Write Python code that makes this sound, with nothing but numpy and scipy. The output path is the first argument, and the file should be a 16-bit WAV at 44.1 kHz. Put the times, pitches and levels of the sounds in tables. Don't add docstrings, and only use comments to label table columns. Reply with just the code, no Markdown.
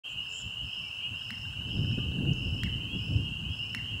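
import sys
import numpy as np
from scipy import signal
from scipy.fft import rfft, irfft, next_fast_len
from scipy.io import wavfile
from scipy.ndimage import map_coordinates

SR = 44100
rng = np.random.default_rng(int(sys.argv[2]) if len(sys.argv) > 2 else 0)


def bounce(signal):
    frames = np.transpose(np.atleast_2d(signal))
    limited = np.clip(frames, -1, 1)
    pcm = np.round(limited * 32767).astype(np.int16)
    wavfile.write(sys.argv[1], SR, pcm)


N = 176400


def amp(db):
    return 10 ** (np.asarray(db) / 20)


def unit(x):
    return x / np.sqrt(np.mean(x ** 2) + 1e-20)


def along(points, hz):
    freqs, values = np.transpose(points)
    return np.interp(np.log(hz + 1), np.log(freqs + 1), values)


def clock(length):
    return np.arange(int(length * SR)) / SR


def add(track, at, sound):
    i = int(round(at * SR))
    lo, hi = max(i, 0), min(i + len(sound), N)
    if hi > lo:
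        track[lo:hi] += sound[lo - i:hi - i]


def wobble(rate):
    knots = rng.standard_normal(int(N * rate / SR) + 4)
    return map_coordinates(knots, [np.arange(N) * rate / SR])


def filtered(x, response):
    size = next_fast_len(N + SR // 2)
    return irfft(rfft(x, size) * response(np.fft.rfftfreq(size, 1 / SR)), size)[..., :N]


def noise(spectrum):
    return unit(filtered(rng.standard_normal(N), lambda hz: amp(along(spectrum, hz))))


def glide(length, hz, rise_hz):
    progress = clock(length) / length
    cycles = np.cumsum(hz + rise_hz * (progress - .5)) / SR + rng.random()
    return np.sin(np.pi * progress) * np.sin(2 * np.pi * cycles)


def stereo(mid, side):
    # (frequency [Hz], side gain [ratio])
    width = [(120, 0.0061), (500, 0.21), (5000, 0.34), (9000, 0.049)]
    side = filtered(side, lambda hz: along(width, hz))
    return np.array([mid + side, mid - side])


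def outdoors(x, wet_db):
    # (frequency [Hz], time to fall 60 dB [s])
    decay = [(2500, 1), (5500, 0.89), (10000, 0.44)]
    hz, t, spectra = signal.stft(rng.standard_normal((2, SR // 2)), SR, nperseg=256)
    tail = signal.istft(spectra * amp(-60 * t / along(decay, hz)[:, None]), SR, nperseg=256)[1]
    echo = signal.fftconvolve(x[None], tail / np.linalg.norm(tail[0]), axes=1)[:, :N]
    return x + amp(wet_db) * stereo(echo[0], echo[1])


def distant_marsh():
    # (frequency [Hz], relative level [dB])
    wash = [(30, -55), (300, -3.5), (1050, 3.5), (1300, -1), (1480, 2.5), (1900, -7.5), (3600, -8),
            (4300, -6.5), (5500, -12), (6500, -7), (7100, -10), (7650, -5.5), (8300, -12), (14000, -19),
            (15700, -17.5)]
    return amp(-58) * stereo(noise(wash), noise(wash))


def wind():
    # (time [s], level [dB])
    rumble_levels = [(.05, -70), (.16, -50), (.36, -58), (.46, -42), (0.52, -54.5), (.65, -43), (.73, -61),
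                     (.815, -45.5), (.94, -62), (1.13, -42), (1.2, -53.5), (1.45, -45), (1.57, -45.5),
                     (1.79, -31.5), (2.06, -35), (2.191, -32), (2.309, -32.5), (2.39, -38.5),
                     (2.471, -30.5), (2.55, -30.5), (2.585, -42), (2.64, -29), (2.831, -39.5), (2.95, -36),
                     (3.05, -40.5), (3.15, -25.5), (3.232, -35), (3.49, -38), (3.67, -48), (3.81, -41.5),
                     (4, -40.5)]
    # (time [s], level [dB])
    edge_levels = [(1.5, -69), (1.759, -41.5), (1.965, -47.5), (1.98, -32), (2.01, -52.5), (2.279, -34),
                   (2.369, -49.5), (2.45, -44), (2.9, -52), (2.945, -40.5), (3.01, -55.5), (3.13, -41),
                   (3.33, -56.5)]
    # (frequency [Hz], relative level [dB])
    rumble_spectrum = [(20, -69), (45, -4), (80, 2), (120, 3), (250, -11), (430, -34.5), (900, -53),
                       (2000, -110)]
    # (frequency [Hz], relative level [dB])
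    edge_spectrum = [(100, 0), (260, 9), (450, -2.5), (800, -18), (2500, -58)]
    # (time [s], frequency [Hz], peak level [dB])
    buffets = [(0.655, 85, -44), (1.9, 91, -30), (1.982, 164, -24), (2.19, 168, -21), (2.293, 140, -20),
               (2.316, 144, -18), (2.963, 190, -26), (3.163, 98, -18), (3.509, 99, -28)]
    flicker_db = 1.5 * wobble(rate=25.13)
    rumble, edge = (amp(np.interp(np.arange(N) / SR, *np.transpose(levels)) + flicker_db)
                    for levels in (rumble_levels, edge_levels))
    thumps, t = np.zeros(N), clock(.06) - .03
    for at, hz, db in buffets:
        add(thumps, at + t[0], -amp(db) * np.cos(2 * np.pi * hz * t) * np.exp(-(t * hz) ** 2))
    mid = rumble * noise(rumble_spectrum) + edge * noise(edge_spectrum)
    return thumps + stereo(mid, side=edge * noise(edge_spectrum))


def ticking_frog():
    # (start [s], end [s], gap [s], level [dB])
    runs = [(0.262, .44, 0.072, -55.5), (1.147, 1.74, 0.078, -55.5), (1.783, 2.27, 0.068, -56)]
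    # (frequency [Hz], width [Hz], relative level [dB])
    resonances = [(1560, 190, 0), (3740, 260, -6.5)]
    tick_s, patter_per_s = .014, 14
    envelope, t = np.zeros(N), clock(.06)
    tick = (1 - np.exp(-t / .00042)) * np.exp(-(t / tick_s) ** 2)
    for start, end, gap, db in runs:
        for at in np.arange(start, end, gap):
            add(envelope, at - tick_s / 2, amp(db + rng.normal(0, 2.2)) * tick)
    for k, jitter in enumerate(rng.random(int(patter_per_s * N / SR))):
        add(envelope, (k + jitter) / patter_per_s, amp(-64) * tick)
    throat = lambda f: sum(amp(db) * np.exp(-((f - hz) / width) ** 2) for hz, width, db in resonances)
    rasp = unit(filtered(rng.standard_normal(N), throat))
    return outdoors(envelope * rasp, wet_db=-13)


def dry_stalk():
    # (time [s], frequency [Hz], level [dB])
    cracks = [(2.3312, 5300, -43.5), (2.335, 6520, -42.5)]
    out = np.zeros(N)
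    for at, hz, db in cracks:
        add(out, at, amp(db) * glide(.0021, hz, rise_hz=0))
    return outdoors(out, wet_db=-5.5)


def thin_buzz():
    # (start [s], length [s], full level [dB])
    buzzes = [(0.08, .05, -52.5), (.29, 0.13, -40.5)]
    chirps_per_s, chirp_hz = 185, 7230
    out = np.zeros(N)
    for start, length, db in buzzes:
        for t in np.arange(0, length, 1 / chirps_per_s):
            chirp = glide(.0034, rng.normal(chirp_hz, 100), rise_hz=-900)
            swell = 1 - .76 * np.exp(-(t / length / .33) ** 2)
            add(out, start + t + rng.normal(0, .0001), amp(db + rng.normal(0, 1)) * swell * chirp)
    return outdoors(out, wet_db=-11)


def birds():
    # (start [s], length [s], time until it slows [s], full level [dB])
    trills = [(0.212, 0.222, 0.11, -52.5), (0.636, .255, 0.14, -51), (1.158, 0.285, .125, -49.5),
              (1.677, 0.28, .135, -50), (2.36, 0.29, .135, -51.5), (2.953, 0.24, 0.14, -51),
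              (3.501, 0.28, 0.12, -51.5)]
    # (start [s], length [s], middle pitch [Hz], rise [Hz], level [dB])
    stray_notes = [(0.815, 0.095, 2340, -100, -55), (1.96, .12, 1196, 13, -57), (.19, .28, 440, 0, -66)]
    note_s, note_hz, full_fall_hz, climb_hz = .017, 5132, 884, 182
    fast_gap_s, slow_gap_s = .0183, .033
    out = np.zeros(N)
    for start, length, slows_at, db in trills:
        t = 0
        while t < length:
            soft = np.exp(-t / .04)
            note = glide(note_s, note_hz + climb_hz * t / length, -full_fall_hz * (1 - .5 * soft))
            add(out, start + t - note_s / 2, amp(db - 8 * soft + rng.normal(0, 1)) * note)
            slowed = 1 / (1 + np.exp((slows_at - t) / .016))
            t += fast_gap_s + (slow_gap_s - fast_gap_s) * slowed
    for start, length, hz, rise_hz, db in stray_notes:
        add(out, start, amp(db) * glide(length, hz, rise_hz))
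    return outdoors(out, wet_db=-5.5)


def frog_chorus():
    # (middle time [s], middle pitch [Hz], level [dB])
    near_peeps = [(0.058, 3173, -40.5), (0.206, 2873, -35), (.36, 3110, -42), (0.399, 3295, -53),
                  (0.601, 2915, -45), (0.736, 3170, -47), (0.783, 2877, -37), (0.924, 2783, -42),
                  (1.034, 2370, -55), (1.039, 3174, -44.5), (1.052, 2850, -34.5), (1.181, 3145, -45.5),
                  (1.588, 2440, -59), (1.719, 3210, -46.5), (1.73, 2870, -37), (1.962, 2610, -43),
                  (2.021, 2926, -38), (2.299, 2815, -35.5), (2.49, 2945, -39.5), (2.621, 3183, -42),
                  (2.85, 3040, -40), (2.93, 3260, -40.5), (2.958, 2880, -38), (3.25, 3146, -43.5),
                  (3.332, 2763, -38), (3.474, 2594, -45.5), (3.498, 2912, -39), (3.52, 3234, -43.5),
                  (3.629, 2860, -35.5), (3.67, 2480, -52), (3.9, 3160, -44)]
    near_s, near_rise_hz = .092, 207
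    crowd_per_s, typical_s, typical_hz, typical_rise_hz = 130, .095, 2874, 185
    near, crowd = np.zeros(N), np.zeros(N)
    for at, hz, db in near_peeps:
        add(near, at - near_s / 2, amp(db) * glide(near_s, hz, near_rise_hz))
    count = int(crowd_per_s * (N / SR + typical_s))
    for k, (jitter, strength, pitch, rise, length) in enumerate(rng.standard_normal((count, 5))):
        hz = typical_hz + 150 * np.clip(pitch, -2, 2)
        peep = glide(typical_s * np.exp(.137 * length), hz, typical_rise_hz * np.exp(.2455 * rise))
        gain = amp(2.6 * strength - 1.6 * pitch ** 2)
        add(crowd, (k + jitter) / crowd_per_s - typical_s, gain * peep)
    return outdoors(near, wet_db=-9) + amp(-39.5) * unit(outdoors(crowd, wet_db=-4))


def gulp(t, delay):
    fall_s, start_hz, fall_hz = .031, 2230, 820
    progress = np.clip((t - delay) / fall_s, 0, 1)
    linger = amp(-15) * (1 - progress)
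    swell = np.sin(np.pi * progress ** .74) * (1 - progress / 2)
    phase = 2 * np.pi * np.cumsum(start_hz - fall_hz * progress ** 1.69) / SR
    return (linger + swell) * (np.sin(phase) + amp(-19.5) * np.sin(2 * phase))


def bittern():
    # (time [s], ring level [dB], crack level [dB], gulp delay [s], gulp level [dB])
    snaps = [(1.3054, -27, -45, 0.0203, -46.5), (2.6344, -23.5, -39, 0.023, -41.5),
             (3.7478, -22, -38, 0.026, -41)]
    # (frequency [Hz], relative level [dB], time to fall 60 dB [s])
    modes = [(1570, -7.5, 0.0064), (1915, 7, 0.0062), (4220, -11, .009)]
    # (frequency [Hz], relative level [dB])
    crack_spectrum = [(1200, -18), (4200, 7.5), (9000, -2.5), (15500, -7.5)]
    out, crack_envelope, t = np.zeros(N), np.zeros(N), clock(.06)
    ring = sum(amp(db - 60 * t / t60) * np.sin(2 * np.pi * hz * t) for hz, db, t60 in modes)
    ring *= 1 - np.exp(-t / .0007)
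    ring /= np.abs(ring).max()
    for at, ring_db, crack_db, delay, gulp_db in snaps:
        add(out, at, amp(ring_db) * ring)
        add(crack_envelope, at, amp(crack_db) * np.exp(-((t - .0012) / .0018) ** 2))
        add(out, at, amp(gulp_db) * gulp(t, delay))
        add(out, at, amp(-41) * glide(.035, hz=216.3, rise_hz=81))
        for k in range(6):
            add(out, at + .0525 + .01 * k ** 1.23, amp(ring_db - 21 - k) * ring)
    return outdoors(out + crack_envelope * noise(crack_spectrum), wet_db=-13)


def scene():
    callers = frog_chorus() + bittern() + birds() + thin_buzz() + ticking_frog()
    return callers + dry_stalk() + wind() + distant_marsh()


def record(dry):
    silence_s, top_hz = .036, 15750
    fade_in = np.clip((np.arange(N) / SR - silence_s) / .02, 0, 1)
    return filtered(dry * fade_in, lambda hz: hz < top_hz)


dry = scene()
out = record(dry)
bounce(out)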